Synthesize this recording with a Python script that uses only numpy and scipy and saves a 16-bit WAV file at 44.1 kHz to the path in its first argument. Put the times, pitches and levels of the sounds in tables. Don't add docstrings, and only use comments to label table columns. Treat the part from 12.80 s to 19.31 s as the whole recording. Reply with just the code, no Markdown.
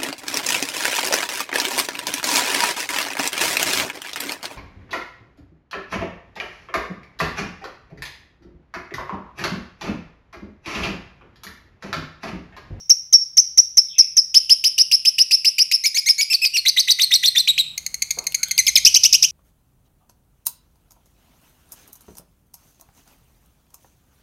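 import sys
import numpy as np
from scipy import signal
from scipy.fft import rfft, irfft, next_fast_len
from scipy.io import wavfile
from scipy.ndimage import uniform_filter1d, minimum_filter1d, map_coordinates

SR = 44100
rng = np.random.default_rng(int(sys.argv[2]) if len(sys.argv) > 2 else 0)


def generate_wav(signal):
    frames = np.transpose(np.atleast_2d(signal))
    scaled = np.clip(frames, -1, 1) * 32767
    pcm = np.round(scaled).astype(np.int16)
    wavfile.write(sys.argv[1], SR, pcm)


N = 287091

# frequency in Hz, relative level in dB.
BREATH_SPECTRUM = [(500, -27.5), (1000, -18.5), (1650, -21), (2200, 0), (3200, -3.5), (4000, -0.5),
                   (5500, -1.5), (7400, -13), (8300, 2), (9100, -12.5), (10200, 3.5), (11400, -21),
                   (12700, 3.5), (14000, 0.5), (15500, -15)]


def amp(db):
    return 10 ** (np.asarray(db) / 20)


def unit(x):
    return x / np.sqrt(np.mean(x ** 2) + 1e-20)


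def along(points, hz):
    f, v = np.transpose(points)
    return np.interp(np.log(hz + 1), np.log(f + 1), v)


def filtered(x, response):
    m = next_fast_len(len(x) + 4096)
    return irfft(rfft(x, m) * response(np.fft.rfftfreq(m, 1 / SR)), m)[:len(x)]


def noise(spectrum, size):
    return unit(filtered(rng.standard_normal(size), lambda hz: amp(along(spectrum, hz))))


def wobble(rate, size):
    return map_coordinates(rng.standard_normal(int(size * rate / SR) + 4), [np.arange(size) * rate / SR])


def add(track, s, x):
    part = track[max(round(s * SR), 0):][:len(x)]
    part += x[:len(part)]


def drift(s, notes, first, last):
    return np.interp(s, [notes[0][0], notes[-1][0]], [first, last])


def glide(hz, semitones):
    return hz * 2 ** (np.array([-.5, .5]) * semitones / 12)


def room(x, wet_db=-14, walls_db=-7, reflections=12):
    # frequency in Hz, seconds to fall 60 dB.
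    decay = [(300, 0.081), (3000, 0.55), (6000, 0.43), (14000, 0.38)]
    # frequency in Hz, gain in dB.
    colour = [(1500, 2), (4000, 2), (6500, 0.5), (9000, 3.5), (10300, 4.5), (12500, 1), (14000, -2.5),
              (15500, -9)]
    hz, t, spectra = signal.stft(rng.standard_normal(SR * 3 // 5), SR, nperseg=256)
    tail_db = along(colour, hz)[:, None] - 60 * t / along(decay, hz)[:, None]
    tail = signal.istft(spectra * amp(tail_db), SR, nperseg=256)[1]
    response = amp(wet_db) * tail / np.linalg.norm(tail)
    delays = (np.geomspace(.0004, .012, reflections) * rng.uniform(.7, 1, reflections) * SR).astype(int)
    response[delays] += amp(walls_db) * rng.choice([-1, 1], reflections) / np.sqrt(reflections)
    response[0] += 1
    return signal.fftconvolve(x, response)


def room_tone(hum_trim_db=-2, hum_waver_db=3.5):
    # time in seconds, level in dB.
    ride = [(0, -63.5), (2.4, -65), (3.3, -69.5), (4.2, -62.5), (5, -54.5), (6.5, -53.5)]
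    # frequency in Hz, relative level in dB.
    hum_tones = [(59.2, -58.5), (156.1, -60.5)]
    air_spectrum = [(20, -10), (70, -3), (170, -5), (320, -18.5), (1500, -21), (8000, -30.5),
                    (15000, -25.5)]
    t = np.arange(N) / SR
    level_db = np.interp(t, *np.transpose(ride))
    hum = np.zeros(N)
    for hz, db in hum_tones:
        peak = np.sqrt(2) * amp(db + hum_waver_db * wobble(4.5, N))
        hum += peak * np.sin(2 * np.pi * hz * t + .5 * wobble(6.1, N))
    return amp(level_db) * noise(air_spectrum, N) + amp(level_db - level_db.max() + hum_trim_db) * hum


def scuff(start=5.372, level_db=-37, rise_s=.0017, t60=.36):
    # frequency in Hz, relative level in dB.
    spectrum = [(150, -15), (450, 0), (1200, -5), (3000, -51)]
    out, t = np.zeros(N), np.arange(SR // 2) / SR
    envelope = amp(level_db - 60 * t / t60) * (1 - np.exp(-t / rise_s))
    add(out, start, envelope * noise(spectrum, len(t)))
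    return out


def far_bird(wet_db=7, waver=.05):
    # start and length in seconds, first and last pitch in Hz, level in dB.
    calls = [(1.07, 0.084, 3640, 3120, -42.5), (1.115, 0.11, 2766, 2395, -41),
             (5.544, .17, 1328, 1670, -47.5), (5.644, 0.068, 3100, 3440, -40.5)]
    out = np.zeros(N)
    for s, length, start_hz, end_hz, db in calls:
        size = int(length * SR)
        pitch = np.linspace(start_hz, end_hz, size) * (1 + waver * wobble(277, size))
        whistle = np.hanning(size) * np.sin(2 * np.pi * np.cumsum(pitch) / SR)
        add(out, s, room(amp(db - wet_db) * whistle, wet_db))
    return out


def chirp_tail(gain_db=1):
    _, chirp = next(chirps())
    out = np.zeros(N)
    add(out, 0, amp(gain_db) * room(chirp)[int(.15 * SR):])
    return out


def beak_clicks(t60=.0075, trim_db=-3):
    # start in seconds, relative level in dB.
    snaps = [(5.1173, -43), (5.442, -25.5), (5.5227, -19.5), (5.6845, -22)]
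    out, t = np.zeros(N), np.arange(SR // 20) / SR
    for s, db in snaps:
        add(out, s, room(amp(db + trim_db - 60 * t / t60) * noise(BREATH_SPECTRUM, len(t))))
    return out


def syrinx(pitch, fall_db, octave_db, rasp, trill, trill_hz=260, jitter=.09, flutter=.32, split=.32):
    # frequency in Hz, gain in dB.
    throat = [(1600, -49), (1950, -12), (2300, -4.5), (3200, 2.5), (4200, -1), (5400, 1.5), (6500, 5.5),
              (7400, -10.5), (8400, -8), (9200, -17), (10300, -10), (11200, -15), (12500, -7),
              (13800, -16.5), (15500, -20)]
    size = len(pitch)
    trill_cycles = np.cumsum(trill_hz * (1 + wobble(150, size) / 5)) / SR + rng.random()
    swing = trill * np.sin(2 * np.pi * trill_cycles) + jitter * rasp * wobble(1521, size)
    phase = 2 * np.pi * np.cumsum(pitch * (1 + swing)) / SR
    harmonic = np.arange(1, 8)[:, None]
    partials = amp(along(throat, harmonic * pitch) - fall_db * np.log2(harmonic)
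                   + octave_db * (harmonic == 2))
    partials /= 1 + (harmonic * pitch / 15000) ** 40
    partials /= np.sqrt(np.sum(partials ** 2, axis=0) / 2)
    tone = np.sum(partials * np.sin(harmonic * phase), axis=0)
    tone *= 1 + flutter * rasp * wobble(1160, size)
    thirds = (pitch > 5800) * (np.cos(phase / 3) + np.cos(2 * phase / 3))
    tone *= 1 + split * rasp * thirds
    breath = .5 * rasp * noise(BREATH_SPECTRUM, size)
    return (tone + breath) / np.sqrt(1 + rasp ** 2)


def syllable(gesture, voice, lead_s, length, lead_hz, middle_hz, end_hz, lead_db, main_db, lead_slope=0):
    lead_fall, main_fall, octave_db, lead_rasp, main_rasp, trill = voice
    t = np.arange(int(length * SR)) / SR
    stage = np.interp(t, [0, lead_s, length], [0, 1, 2])

    def by_note(lead, main):
        return np.interp(stage, [.9, 1.1], [lead, main])

    knots, knot_hz, knot_db = np.transpose(gesture)
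    anchors = [.6, 1.45, 1.8]
    bend = np.array([lead_hz, middle_hz, end_hz]) / np.interp(anchors, knots, knot_hz)
    pitch = np.interp(stage, knots, knot_hz)
    pitch *= np.interp(stage, np.insert(anchors, 1, 1.15), np.insert(bend, 1, 1))
    pitch *= 2 ** (by_note(lead_slope, 0) * (stage - anchors[0]) / 12)
    onset_rasp = .3 * np.exp(-t / .0028)
    break_rasp = .28 * np.exp(-np.abs(t - lead_s) / .0024)
    rasp = np.clip(by_note(lead_rasp, main_rasp) + onset_rasp + break_rasp, 0, 1)
    tone = syrinx(pitch, by_note(lead_fall, main_fall), by_note(0, octave_db), rasp, trill)
    gate = np.clip(np.minimum(t, length - t) / .00153, 0, 1)
    level_db = np.interp(stage, knots, knot_db) + by_note(lead_db, main_db)
    return gate * amp(level_db) * tone


def chirps():
    # stage, pitch in Hz, level in dB.
    gesture = [(0, 6395, -7), (.5, 6494, -4.5), (.8, 6100, 0.5), (1.05, 5030, -3), (1.17, 5700, 3.5),
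               (1.7, 5510, 1.5), (2, 5620, -2)]
    voice = (19, 17, -2, 0.06, 0.03, 0.018)
    # start and length in seconds, end pitch in Hz, main-note gain in dB.
    notes = [(0.095, 0.032, 5690, -8.5), (.326, 0.04, 5495, -7), (.569, 0.035, 6060, -6.5),
             (.774, 0.031, 5890, -7), (.97, .028, 5300, -5), (1.182, 0.0343, 5164, -6),
             (1.367, .035, 5200, -8.5)]
    for s, length, end_hz, db in notes:
        yield s, syllable(gesture, voice, lead_s=.0095, length=length, lead_hz=drift(s, notes, 6174, 5940),
                          middle_hz=5490, end_hz=end_hz, lead_db=-7, main_db=db)


def cheeps():
    # stage, pitch in Hz, level in dB.
    gesture = [(0, 2450, 2), (.5, 2850, 4), (.88, 3100, 5), (1, 5930, 1.5), (1.08, 4833, -7),
               (1.7, 5440, -1), (2, 5930, -9)]
    voice = (3, 8, -1, .22, .13, .03)
    # start in seconds, glide in semitones, main-note gain in dB.
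    notes = [(1.542, 0.36, -3.5), (1.694, 0.54, -4.5), (1.839, 0.43, -6), (1.979, 1.3, -6),
             (2.113, 0.49, -7), (2.25, .2, -8), (2.382, 1.48, -7.5), (2.509, 0.67, -6.5),
             (2.646, 0.41, -8.5), (2.782, 1.33, -8), (2.913, -1.24, -9.5)]
    for s, semitones, db in notes:
        lead_s, length = drift(s, notes, .0075, .0115), drift(s, notes, .0424, .0506)
        lead_hz, main_hz = drift(s, notes, 3114, 2584), drift(s, notes, 5300, 5270)
        yield s, syllable(gesture, voice, lead_s, length, lead_hz, *glide(main_hz, semitones),
                          lead_db=-19.5, main_db=db)


def yodels(main_s=.025):
    # stage, pitch in Hz, level in dB.
    gesture = [(0, 2140, -8.5), (.3, 2392, -1), (.97, 2420, 2), (1.05, 5840, -1), (1.35, 5250, 2.5),
               (1.7, 4850, 1), (2, 4890, -0.5)]
    voice = (4, 6, 0, .17, .24, .005)
    # start and lead length in seconds, lead pitch in Hz, main-note gain in dB.
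    notes = [(3.037, 0.021, 2210, -13.5), (3.144, 0.031, 2187, -16), (3.259, 0.03, 2123, -12.5),
             (3.38, 0.032, 2245, -14.5), (3.499, .035, 2674, -15.5), (3.616, 0.036, 2594, -15.5),
             (3.736, 0.035, 2814, -17)]
    for s, lead_s, lead_hz, db in notes:
        high_hz = 5060 - 1.15 * (lead_hz - 2198)
        yield s, syllable(gesture, voice, lead_s, lead_s + main_s, lead_hz, *glide(high_hz, -.25),
                          lead_db=-17.5, main_db=db, lead_slope=drift(s, notes, 1.27, -2.15))


def stairs(lead_s=.033):
    # stage, pitch in Hz, level in dB.
    gesture = [(0, 2052, -16.5), (.28, 1955, -5), (.42, 3590, -4), (.97, 3900, 2), (1.06, 6200, -5),
               (1.3, 5900, -11), (1.5, 4560, -3), (2, 4110, -3.5)]
    voice = (13.2, 8.2, 1.7, 0.29, 0.23, 0.0054)
    # start and length in seconds, main-note gain in dB.
    notes = [(3.851, .048, -6), (3.963, .049, -7), (4.074, .052, -6), (4.186, 0.062, -8),
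             (4.307, .059, -5.5), (4.427, 0.064, -8.5), (4.55, 0.06, -9.5)]
    # length in seconds, middle pitch in Hz.
    sag = [(.048, 5650), (.06, 4270)]
    for s, length, db in notes:
        lead_hz, end_hz = drift(s, notes, 3900, 3440), drift(s, notes, 4476, 4138)
        middle_hz = np.interp(length, *np.transpose(sag))
        yield s, syllable(gesture, voice, lead_s, length, lead_hz, middle_hz, end_hz,
                          lead_db=-12.5, main_db=db, lead_slope=drift(s, notes, 1.46, -2.14))


def slurs(lead_s=.01, length=.0361, lead_hz=3100, main_hz=3850):
    # stage, pitch in Hz, level in dB.
    gesture = [(0, 2147, 1), (1.1, 4250, 2), (1.35, 3850, 5.5), (2, 3700, 4.5)]
    voice = (12.5, 8, 3, 0, 0.2, 0.01)
    # start in seconds, glide in semitones, gain in dB.
    notes = [(4.674, 0.14, -16), (4.778, -0.52, -17)]
    for s, semitones, db in notes:
        yield s, syllable(gesture, voice, lead_s, length, lead_hz, *glide(main_hz, semitones), db, db)


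def ticks(hz=2170):
    # stage, pitch in Hz, level in dB.
    gesture = [(0, 2770, 0), (1, 2134, 0.65), (2, 2030, 0)]
    voice = (1, 1, 1, 0.1, 0.02, 0.025)
    # start and length in seconds, gain in dB.
    notes = [(4.977, .0069, -18.5), (5.063, .0056, -16.5), (5.142, 0.0047, -17), (5.22, 0.0083, -14),
             (5.306, 0.0094, -15.5), (5.386, 0.0074, -21), (5.467, 0.0077, -16), (5.544, 0.0092, -14),
             (5.63, 0.0094, -13), (5.71, 0.0087, -13.5)]
    for s, length, db in notes:
        yield s, syllable(gesture, voice, length / 2, length, hz, hz, hz, db, db)


def squawks(lead_hz=4810, end_hz=2060):
    # stage, pitch in Hz, level in dB.
    gesture = [(0, 4920, -15), (.55, 4840, -17.5), (1, 2557, -17), (1.35, 2310, 0), (2, 1960, -7.5)]
    voice = (6, 3, -2, .45, .06, .005)
    # start in seconds, lead and main-note gain in dB.
    notes = [(5.778, 10, -7.5), (5.866, 5.5, -9), (5.955, 10, -9)]
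    for s, lead_db, main_db in notes:
        lead_s, length = drift(s, notes, .0032, .012), drift(s, notes, .028, .032)
        middle_hz = drift(s, notes, 2080, 2187)
        yield s, syllable(gesture, voice, lead_s, length, lead_hz, middle_hz, end_hz, lead_db, main_db)


def zigzags(accent_db=5.5):
    # stage, pitch in Hz, level in dB.
    gesture = [(0, 4510, -1.5), (.4, 5120, -0.5), (.75, 5840, 3), (1.1, 2816, -6.5), (1.25, 2502, 2.5),
               (1.7, 3070, 5), (2, 3100, -4.5)]
    voice = (14, 0, 6, 0.1, 0.03, 0.064)
    # start and length in seconds, gain in dB.
    notes = [(6.049, 0.034, -9), (6.142, .035, -12.5), (6.234, 0.036, -13), (6.326, .035, -12.5),
             (6.424, 0.032, -14)]
    for s, length, db in notes:
        yield s, syllable(gesture, voice, lead_s=.009, length=length, lead_hz=5960,
                          middle_hz=2619, end_hz=3053, lead_db=db + accent_db, main_db=db)


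def lovebird():
    song = np.zeros(N)
    for phrase in (chirps, cheeps, yodels, stairs, slurs, ticks, squawks, zigzags):
        for s, sound in phrase():
            add(song, s, room(sound))
    return song


def scene():
    return (lovebird() + chirp_tail() + beak_clicks() + far_bird() + scuff() + room_tone())[None]


def record(dry, lopsided=.015, sputter_hz=600, sputter_db=-30, top_hz=15950):
    x = dry[0]
    needed_gain = 1 / np.maximum(np.abs(x), 1)
    x = x * uniform_filter1d(minimum_filter1d(needed_gain, size=32), size=32)
    overload = amp(sputter_db) * np.abs(uniform_filter1d(x ** 4, size=64))
    sputter = unit(filtered(rng.standard_normal(N), lambda hz: 1 / (1 + (hz / sputter_hz) ** 2)))
    x = x + lopsided * x ** 2 + overload * sputter
    return filtered(x, lambda hz: np.clip((top_hz - hz) / 200, 0, 1))[None]


dry = scene()
out = record(dry)
generate_wav(out)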